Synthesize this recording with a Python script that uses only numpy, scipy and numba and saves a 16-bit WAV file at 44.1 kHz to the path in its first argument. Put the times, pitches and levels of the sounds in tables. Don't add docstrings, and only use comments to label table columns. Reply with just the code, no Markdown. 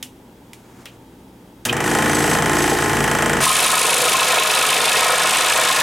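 import sys
import numpy as np
from scipy import signal
from scipy.fft import rfft, irfft, next_fast_len
from scipy.io import wavfile
from scipy.ndimage import uniform_filter1d
from numba import njit

SR = 44100
rng = np.random.default_rng(int(sys.argv[2]) if len(sys.argv) > 2 else 0)


def wrap_up_sound(samples):
    columns = np.atleast_2d(samples).T
    tamed = np.clip(columns, -1, 1)
    steps = np.round(tamed * 32767).astype(np.int16)
    wavfile.write(sys.argv[1], SR, steps)


N = 256662
TIME = np.arange(N) / SR
START_S, BITE_S = 1.652, 3.405
RIPPLE_HZ = 120


# t/s, then level/dB of downward tearing, upward whistle, upward scrape
TOOTH_EFFORT = [(3.45, -9, 4, 0), (3.75, -7, 2, -6), (4.0, -3.5, 6, 2.5), (4.35, -6.5, -24, -5),
                (4.55, -5, 0, -17), (4.85, -5.5, 3, -25), (5.45, -7, 7.5, -3), (5.8, -5, 0, -2)]
# f/Hz, level/dB
CHIP_COLOUR = [(1500, -26), (3500, -1.5), (5200, -3), (6500, -1), (9300, 2.5), (11000, -1), (13000, -7),
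               (16000, -23)]
SCRAPE_COLOUR = [(2800, -15), (3600, -10), (4500, -19), (6200, 14.5), (7000, 15), (8200, 6), (12000, -24),
                 (16000, -38)]
RASP_COLOUR = [(150, -18.5), (320, -8), (470, -17.5), (900, 0), (1600, -3), (2600, 1.5), (3600, -0.5),
               (4500, -4), (7000, -8.5), (12000, -25.5)]

def teeth(turn):
    down_db, up_db, scrape_db = curves(TOOTH_EFFORT)
    down = undb(down_db) * swell(turn, centre=.135, width=.095)
    up = swell(turn, centre=.765, width=.07)
    sliding = swell(turn, centre=.49, width=.17)
    tooth_hz = 1100 * np.abs(np.cos(2 * np.pi * (turn - .2)))
    fibres = (1 + .5 * np.sin(2 * np.pi * np.cumsum(tooth_hz) / SR)) * undb(.8 * walk(250))
    spray = down + .26 * up + .19 * sliding + .07
    chips = through(unit(noise() * fibres * spray), colour(CHIP_COLOUR))
    chips += undb(-4) * kerf_whistle() * unit(down + undb(up_db) * up)
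    spray_db = -9 + 5 * np.exp(-(since(BITE_S) / .59) ** 2)
    scraping = noise() * fibres * swell(turn, centre=.77, width=.1) * undb(.9 * walk(27))
    scrape = through(unit(scraping), colour(SCRAPE_COLOUR))
    drag = swell(turn, centre=.2, width=.14) + 1.1 * swell(turn, centre=.82, width=.1)
    drag += .45 * sliding + .5
    rasp = through(unit(noise() * fibres * drag * undb(.66 * walk(40))), colour(RASP_COLOUR))
    return undb(spray_db) * chips + undb(scrape_db - 13) * scrape + undb(-4.5) * rasp


def kerf_whistle(edge_hz=9580, sag_hz=1780, width_hz=1230):
    hz = edge_hz - sag_hz * binding()
    band = signal.sosfilt(signal.butter(2, width_hz / 2, fs=SR, output="sos"), noise())
    return unit(band * np.sin(2 * np.pi * np.cumsum(hz) / SR))


# t/s, level/dB
BOARD_LIFT = [(3.48, 3.5), (3.6, -1), (3.72, 0.5), (4.04, -5), (4.2, -1), (4.84, -3), (5.16, 1),
              (5.56, -0.5), (5.8, 5.5)]
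# f/Hz, level/dB
PLYWOOD_MODES = [(500, -4), (628, -1), (738, 0), (945, -.5), (1050, 1.5), (1280, 1.5), (1440, -.5),
                 (1685, -1), (1860, -4), (2220, -4), (2340, -4)]
# f/Hz, width/Hz, level/dB
SLAP_MODES = [(1040, 72, -14), (1065, 26, 5.5), (1250, 6.1, 5.5), (1650, 150, -15)]
FLEX_MODES = [(445, 57, 0), (528.5, 7.9, 2), (626, 7.1, 6.5), (769, 17, 0)]

def board(turn):
    lift_db, = curves(BOARD_LIFT)
    friction = unit(noise() * (swell(turn, centre=.49, width=.17) + .68) * undb(2 * walk(25)))
    body = through(friction, ring([(hz, 32, db) for hz, db in PLYWOOD_MODES]))
    landings = taps(turn, at=.42, spread_db=1)
    slap = unit(through(unit(landings + .5 * bursts(landings, fade_s=.012)), ring(SLAP_MODES)))
    bends = taps(turn, at=.05, spread_db=.5) + taps(turn, at=.55, spread_db=2)
    flex = through(bursts(bends, fade_s=.0052), ring(FLEX_MODES))
    body_db = -7.5 + 3.5 * (force() - 1)
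    return undb(body_db) * body + undb(-14.5 + .6 * lift_db) * slap + undb(-18 - 1.4 * lift_db) * flex


# f/Hz, width/Hz, level/dB
CHIRP_MODES = [(2220, 150, -8), (2590, 80, 1), (3100, 250, -7), (3600, 70, -1), (3965, 50, -3)]
MOAN_MODES = [(1695, 45, 0), (1870, 45, -5), (2230, 70, -7)]

def pinched_blade(turn):
    chirp = through(bursts(taps(turn, at=.76, spread_db=1.5), fade_s=.012), ring(CHIRP_MODES))
    moan = through(bursts(taps(turn, at=.24, spread_db=.5), fade_s=.003), ring(MOAN_MODES))
    return undb(-11.5) * (chirp + binding() * moan)


# t/s, level/dB
HARD_SLAPS = [(3.47, 0.5), (3.506, -0.5), (3.656, -4), (3.732, -5.5), (3.77, -7), (3.848, -6), (4.145, -9),
              (4.22, -4), (4.257, -12), (4.336, -9), (4.412, -6), (4.452, -6.5), (4.638, -10), (4.721, -10),
              (5.097, -8), (5.212, -3.5), (5.286, -7), (5.361, -8), (5.702, -7), (5.778, -7)]
DEEP_THUDS = [(3.982, -8), (4.021, -2), (4.056, -3)]
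LOUD_CHIRPS = [(3.596, -7), (3.784, -8), (3.935, -9), (4.122, -9), (4.158, -3), (4.198, -7), (4.234, -2.5),
               (4.312, -7), (4.384, -5.5), (4.425, -2.5), (4.503, -11), (4.577, -10), (4.882, -6),
               (5.528, -6)]

def chatter():
    slaps = sum(undb(db) * ping(s, hz * (1 + .0088 * rng.standard_normal()), rise_s=.003, fade_s=.011)
                for s, peak_db in HARD_SLAPS for db, hz in ((peak_db, 1052), (peak_db - 5, 1277)))
    thuds = sum(undb(db) * ping(s, hz=503, rise_s=.002, fade_s=.01) for s, db in DEEP_THUDS)
    chirps = sum(undb(db) * ping(s, hz=2580 + 20 * rng.standard_normal(), rise_s=.0035, fade_s=.006)
                 for s, db in LOUD_CHIRPS)
    return undb(1) * (slaps + thuds + chirps)


# f/Hz, level/dB
KNOCK_COLOUR = [(300, -2.5), (520, -1), (720, 0.5), (900, 3.5), (1150, -2.5), (1850, 2), (2100, -7),
                (3100, -7.5), (4300, -20), (6000, -12), (7500, -13), (10000, -22), (16000, -35)]
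TICK_COLOUR = [(2000, -15), (3000, -10), (4300, -6), (6000, -3), (7400, 24), (9500, 20), (13000, 8),
               (16000, -3)]
# f/Hz, level/dB
FRAME_MODES = [(688, -1), (852, -2), (881, 2.5), (1046, 2), (1266, -4), (1458, -5), (1679, 2), (1816, -7),
               (1844, -7), (1954, 0), (2310, -4), (2420, -5), (2998, -5), (3107, -7)]

def arm_knock(turn):
    play = .0006 * walk(40)
    blow = taps(np.maximum(turn + play, .5) * (TIME > START_S), at=.014, spread_db=1)
    bounce = taps(turn + 2 * play, at=.0545, spread_db=2)
    rattle = taps(turn + 2 * play, at=.2, spread_db=5.5)
    blows = blow + undb(-17) * bounce + undb(-14.5) * rattle
    crack = -through(blows, colour(KNOCK_COLOUR))
    housing = through(crack, scatter(t60=.042))
    walls = through(crack, scatter(t60=.28))
    tick = through(bursts(blow, fade_s=.0082), colour(TICK_COLOUR))
    loose_parts = through(bursts(blow, fade_s=.0079), colour(KNOCK_COLOUR))
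    ringing = through(blows, ring([(hz, 13, db) for hz, db in FRAME_MODES]))
    direct = undb(-8.5) * loose_parts + undb(-11) * crack + undb(-5) * ringing + undb(-12) * tick
    return undb(-19 + build_up_db() + 9 * binding()) * (direct + undb(-5.5) * (housing + walls))


# t/s, level/dB
GUIDE_RUB = [(1.78, -25), (1.86, -6), (2.06, -7.5), (2.14, -4.5), (2.36, -2), (2.41, -10), (2.48, -7.5),
             (2.56, -2.5), (2.72, 0.5), (2.9, -4.5), (3.34, -8.5)]
# f/Hz, level/dB
HISS_COLOUR = [(900, -9), (2500, 6.5), (4500, 7.5), (6500, 5.5), (9000, 7), (12000, 3.5), (16000, -15)]
# f/Hz, width/Hz, level/dB
BLADE_MODES = [(6280, 200, 0), (7900, 150, 0)]
# t/s, lower ring level/dB, upper ring level/dB, fade/s
GUIDE_CATCHES = [(2.115, -25, -31, 0.006), (2.152, -26, -20.5, 0.0083), (2.188, -25, -26.1, 0.0054),
                 (2.225, -33, -24, 0.004), (2.261, -32, -25.3, 0.004), (2.298, -32, -29, 0.0046),
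                 (2.335, -24, -24, 0.004), (2.588, -23, -20, 0.006), (2.624, -23.4, -20, 0.0036),
                 (2.697, -35, -20.5, 0.006), (2.733, -27, -18, 0.0033), (2.842, -24, -22, 0.004)]

def blade_on_guide(turn):
    rub_db, = curves(GUIDE_RUB)
    brush = unit(swell(turn, centre=.67, width=.21) + .14 * swell(turn, centre=.053, width=.19) + .14)
    hiss = through(noise() * brush, colour(HISS_COLOUR))
    squeal = through(noise() * unit(swell(turn, centre=.636, width=.045)), ring(BLADE_MODES))
    contacts = taps(turn + .0303 * walk(25), at=.55, spread_db=4)
    holder = through(contacts, ring([(832, 30, -7), (1045, 31, -2), (1319, 22, -2), (1808, 33, 1.5)]))
    chinks = sum(undb(db) * ping(s, hz + width / 2 * rng.standard_normal(), rise_s=.0028, fade_s=fade)
                 for s, *levels, fade in GUIDE_CATCHES for db, (hz, width, _) in zip(levels, BLADE_MODES))
    scrapes = sum(undb(db - 3) * dying(s - fade / 2, fade) for s, _, db, fade in GUIDE_CATCHES)
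    chinks += through(noise() * scrapes, colour(HISS_COLOUR))
    hiss_db, squeal_db = -22.5 + 1.25 * rub_db, -35.5 + rub_db
    return undb(hiss_db) * (hiss + undb(-1) * holder) + undb(squeal_db) * squeal + chinks


# multiple of the stroke rate, level/dB
SHAKE_HARMONICS = [(2, -7.5), (3, -7.5), (4, -6), (5, -4.5), (6, -6), (7, -2), (8, -5), (9, -4), (10, -9),
                   (12, -1.5), (14, -16), (15, -3), (16, -8.5), (17, -3), (19, -6.5)]
# f/Hz, level/dB
RUMBLE_COLOUR = [(240, -10.5), (330, -7.5), (600, -8.5), (1300, -7.5), (2500, -14.5), (5000, -34.5)]
# multiple of the ripple, added multiple of the stroke rate, level/dB
MOTOR_TONES = [(1, 0, -20.5), (1, 1, -5.5), (1, 2, -17.5), (2, -1, -18.5), (2, 0, -10)]

def frame_shake(turn):
    rub_db, = curves(GUIDE_RUB)
    unsteady = .005 * undb(rub_db)
    shake = unit(sum(undb(db + 2.5 * walk(7.1)) * sine(k * (turn + unsteady * walk(14) + rng.random()))
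                     for k, db in SHAKE_HARMONICS))
    rumble = undb(-2 - 1.3 * force()) * through(noise(), colour(RUMBLE_COLOUR))
    drone = sum(undb(db + walk(15)) * sine(m * RIPPLE_HZ * TIME + k * turn + rng.random())
                for m, k, db in MOTOR_TONES)
    speed = np.gradient(turn) * SR / IDLE_HZ
    return undb(-20 + build_up_db() - 1.5 * force()) * (undb(-1.5) * speed ** 4 * shake + rumble + drone)


# t/s, then level/dB at 11 and 13 times the stroke rate and of the rattle
TABLE_SWELLS = [(1.75, -54, -33, -41), (1.87, -27, -27, -44), (2.0, -29.5, -32, -30),
                (2.18, -21.5, -27, -39), (2.29, -26, -32, -31), (2.37, -41, -42, -35),
                (2.516, -22, -22, -34), (2.6, -26, -21.5, -33), (2.666, -20, -19, -27.5),
                (2.8, -31, -22.5, -26.5), (2.874, -22, -26, -26), (2.972, -37, -27.5, -34),
                (3.39, -53, -32, -43), (3.46, -85, -45, -75)]
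# f/Hz, width/Hz, level/dB
BASE_MODES = [(226, 32, -5.5), (418, 15, 1), (464, 31, -4.5), (796, 23, -1)]

def saw_table(turn):
    low_db, high_db, rattle_db = curves(TABLE_SWELLS)
    boom = sum(undb(db) * np.sqrt(2) * sine(k * turn + .07 * walk(22) + rng.random())
               for k, db in ((11, low_db), (13, high_db)))
    contacts = taps(turn + .059 * walk(20), at=.201, spread_db=9.5)
    contacts += taps(turn + .0596 * walk(18), at=.72, spread_db=0)
    return undb(-1.5) * boom + undb(rattle_db + 2) * unit(through(contacts, ring(BASE_MODES)))


def motor_start():
    age = since(START_S)
    buzz = sum(sine(k * (RIPPLE_HZ * age + rng.random())) / k ** .24 for k in range(1, 5))
    return undb(-24.5) * unit(buzz) * (1 - np.exp(-age / .02)) * np.exp(-age / .14)


# t/s, level/dB, f/Hz, width/Hz, fade/s
START_SQUEAKS = [(1.687, -19, 2530, 197, 0.02), (1.694, -18, 3050, 199, 0.01)]

def squeaks():
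    return sum(undb(db) * through(noise() * dying(s, fade), ring([(hz, width, 0)]))
               for s, db, hz, width, fade in START_SQUEAKS)


# t/s, level/dB, ring f/Hz, snap level/dB, contact/s
CONTACTS = [(0.0275, -31, 2870, 5.5, 0.0027), (0.533, -38, 2440, 1, 0.0015),
            (0.8564, -26.5, 2660, -23, 0.0012), (1.6517, -33, 3140, 14, 0.011)]

def clicks():
    out = np.zeros(N)
    snap = colour([(1000, -9), (1500, -11), (3000, 3.5), (4200, -1.5), (6000, 2), (10000, .5),
                   (16000, -9)])
    for s, db, hz, snap_db, contact in CONTACTS:
        push = noise() * (dying(s, contact) + undb(-10.5) * dying(s, fade_s=.027))
        out += undb(db) * (through(push, ring([(hz, 840, 0)])) + undb(snap_db) * through(push, snap))
    return out


def hand():
    brush = np.exp(-.5 * ((TIME - .77) / .15) ** 2) * undb(2.8 * walk(52.8))
    friction = through(noise(), colour([(200, 8), (1400, .5), (4000, -14), (7000, -9), (14000, -23)]))
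    return undb(-50) * brush * friction


# f/Hz, level/dB
ROOM_COLOUR = [(25, -20), (50, -12), (120, -11), (270, -5.5), (450, -12.5), (700, -21), (880, -14),
               (1100, -25.5), (1600, -29), (2900, -33), (3380, -29.5), (3650, -37), (7000, -37),
               (16000, -39.5)]
HUM_TONES = [(59.5, -58), (118.5, -51.5), (184, -56.5), (258, -54), (3822, -71)]

def room_tone():
    air = through(noise(), colour(ROOM_COLOUR))
    hum = sum(undb(db + 2.8 * walk(7.8)) * np.sqrt(2) * sine(hz * TIME + rng.random())
              for hz, db in HUM_TONES)
    return undb(-45.5) * air + undb(-4) * hum


IDLE_HZ = 27.5007

def crank(spin_up_s=.0369, sag_hz=.8682, jam_hz=14.31, rest_turn=-.1723):
    free_hz = IDLE_HZ * (1 - np.exp(-since(START_S) / spin_up_s))
    hz = free_hz - sag_hz * force() - jam_hz * dying(BITE_S, fade_s=.02)
    return rest_turn + np.cumsum(hz) / SR


def force(rise_s=.07, lean_db_per_s=1.055):
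    push_db = 3.055 * np.exp(-.5 * ((TIME - 4.5) / .2) ** 2)
    age = since(BITE_S)
    return (1 - np.exp(-age / rise_s)) * undb(lean_db_per_s * age + push_db)


def binding(full_grip_s=2.4):
    return (since(BITE_S) / full_grip_s) ** 2


def build_up_db():
    return -9 * np.exp(-since(START_S) / .46)


def undb(db):
    return 10 ** (np.asarray(db) / 20)


def curves(table):
    s, *columns = np.transpose(table)
    return [np.interp(TIME, s, c) for c in columns]


def unit(x):
    return x / np.sqrt(np.mean(x ** 2) + 1e-18)


def sine(cycles):
    return np.sin(2 * np.pi * cycles)


def noise():
    return rng.standard_normal(N)


def walk(rate_hz):
    step = max(int(SR / rate_hz), 1)
    return unit(uniform_filter1d(np.repeat(rng.standard_normal(N // step + 1), step), step)[:N])


def since(s):
    return np.maximum(TIME - s, 0)


def dying(s, fade_s):
    return (TIME > s) * np.exp(-since(s) / fade_s)


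def swell(turn, centre, width):
    return np.exp(-.5 * (((turn - centre + .5) % 1 - .5) / width) ** 2)


def taps(turn, at, spread_db):
    where = np.flatnonzero(np.diff(np.floor(turn - at)) > 0)
    out = np.zeros(N)
    out[where] = undb(spread_db * rng.standard_normal(len(where)))
    return unit(out)


def bursts(impulses, fade_s, size=4096):
    return unit(noise() * through(impulses, np.exp(-TIME[:size] / fade_s)))


def ping(s, hz, rise_s, fade_s):
    out = np.zeros(N)
    near = slice(np.searchsorted(TIME, s - 4 * rise_s), np.searchsorted(TIME, s + 7 * fade_s))
    age = TIME[near] - s
    shape = np.exp(-.5 * (np.minimum(age, 0) / rise_s) ** 2 - np.maximum(age, 0) / fade_s)
    out[near] = np.sqrt(2) * shape * sine(hz * age + rng.random())
    return out


def through(x, response):
    return signal.fftconvolve(x, response)[:N]


def colour(points, size=4096):
    hz, db = np.transpose(points)
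    f = np.maximum(np.arange(size // 2 + 1) * SR / size, 10)
    gain = undb(np.interp(np.log(f), np.log(hz), db)) * np.minimum(f / hz[0], 1) ** 2
    cepstrum = irfft(np.log(gain))
    cepstrum[1:size // 2] *= 2
    cepstrum[size // 2 + 1:] = 0
    return unit(irfft(np.exp(rfft(cepstrum)))) / np.sqrt(size)


def ring(modes, size=8192):
    t = TIME[:size]
    waves = [(-1) ** k * undb(db) * width * np.exp(-np.pi * width * t) * np.cos(2 * np.pi * hz * t)
             for k, (hz, width, db) in enumerate(modes)]
    return unit(sum(waves)) / np.sqrt(size)


def scatter(t60, size=16384):
    fade = np.exp(-np.log(1000) * TIME[:size] / t60)
    spectrum = rfft(rng.standard_normal(size) * fade)
    return unit(irfft(spectrum / np.abs(spectrum)) * np.sqrt(fade)) / np.sqrt(size)


# f/Hz, level/dB
SIDE_COLOUR = [(130, -16.5), (550, -12), (1100, -15.5), (2200, -17.5), (4400, -12), (8000, -17.5),
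               (13000, -36)]

def wall_reflections(saw):
    hz, db = np.transpose(SIDE_COLOUR)
    size = next_fast_len(N)
    gain = undb(np.interp(np.arange(size // 2 + 1) * SR / size, hz, db))
    return irfft(rfft(through(saw, scatter(t60=.48)), size) * gain, size)[:N]


def scene():
    turn = crank()
    switched_on = np.clip(since(START_S) / .0072, 0, 1)
    machine = frame_shake(turn) + arm_knock(turn) + saw_table(turn) + blade_on_guide(turn)
    cut = teeth(turn) + board(turn) + pinched_blade(turn) + chatter()
    saw = switched_on * machine + force() * cut + motor_start()
    small_sounds = clicks() + squeaks() + hand()
    side = wall_reflections(saw) + undb(-14.5) * through(small_sounds, scatter(t60=.071))
    side += undb(-61) * through(noise(), colour([(300, 2), (900, 1), (4000, -8), (13000, -32)]))
    mid = saw + small_sounds + room_tone()
    return np.array([undb(.04) * mid + side, undb(-.3) * mid - side])


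@njit
def follow(level, attack, release):
    out, held = np.empty(len(level)), 0.
    for i in range(len(level)):
        held += (level[i] - held) * (attack if level[i] > held else release)
        out[i] = held
    return out


def gain_control(x, limit_db, attack_s, release_s):
    level = np.sqrt(np.abs(uniform_filter1d(np.mean(x ** 2, axis=0), size=256)))
    held = follow(level, 1 / (attack_s * SR), 1 / (release_s * SR))
    return x / np.maximum(held / undb(limit_db), 1)


def record(dry):
    held = gain_control(dry, limit_db=-14.5, attack_s=.002, release_s=.19)
    lowpass = signal.ellip(8, .2, 70, 15900, fs=SR, output="sos")
    return signal.sosfilt(lowpass, np.tanh(1.196 * held) / 1.117)


dry = scene()
out = record(dry)
wrap_up_sound(out)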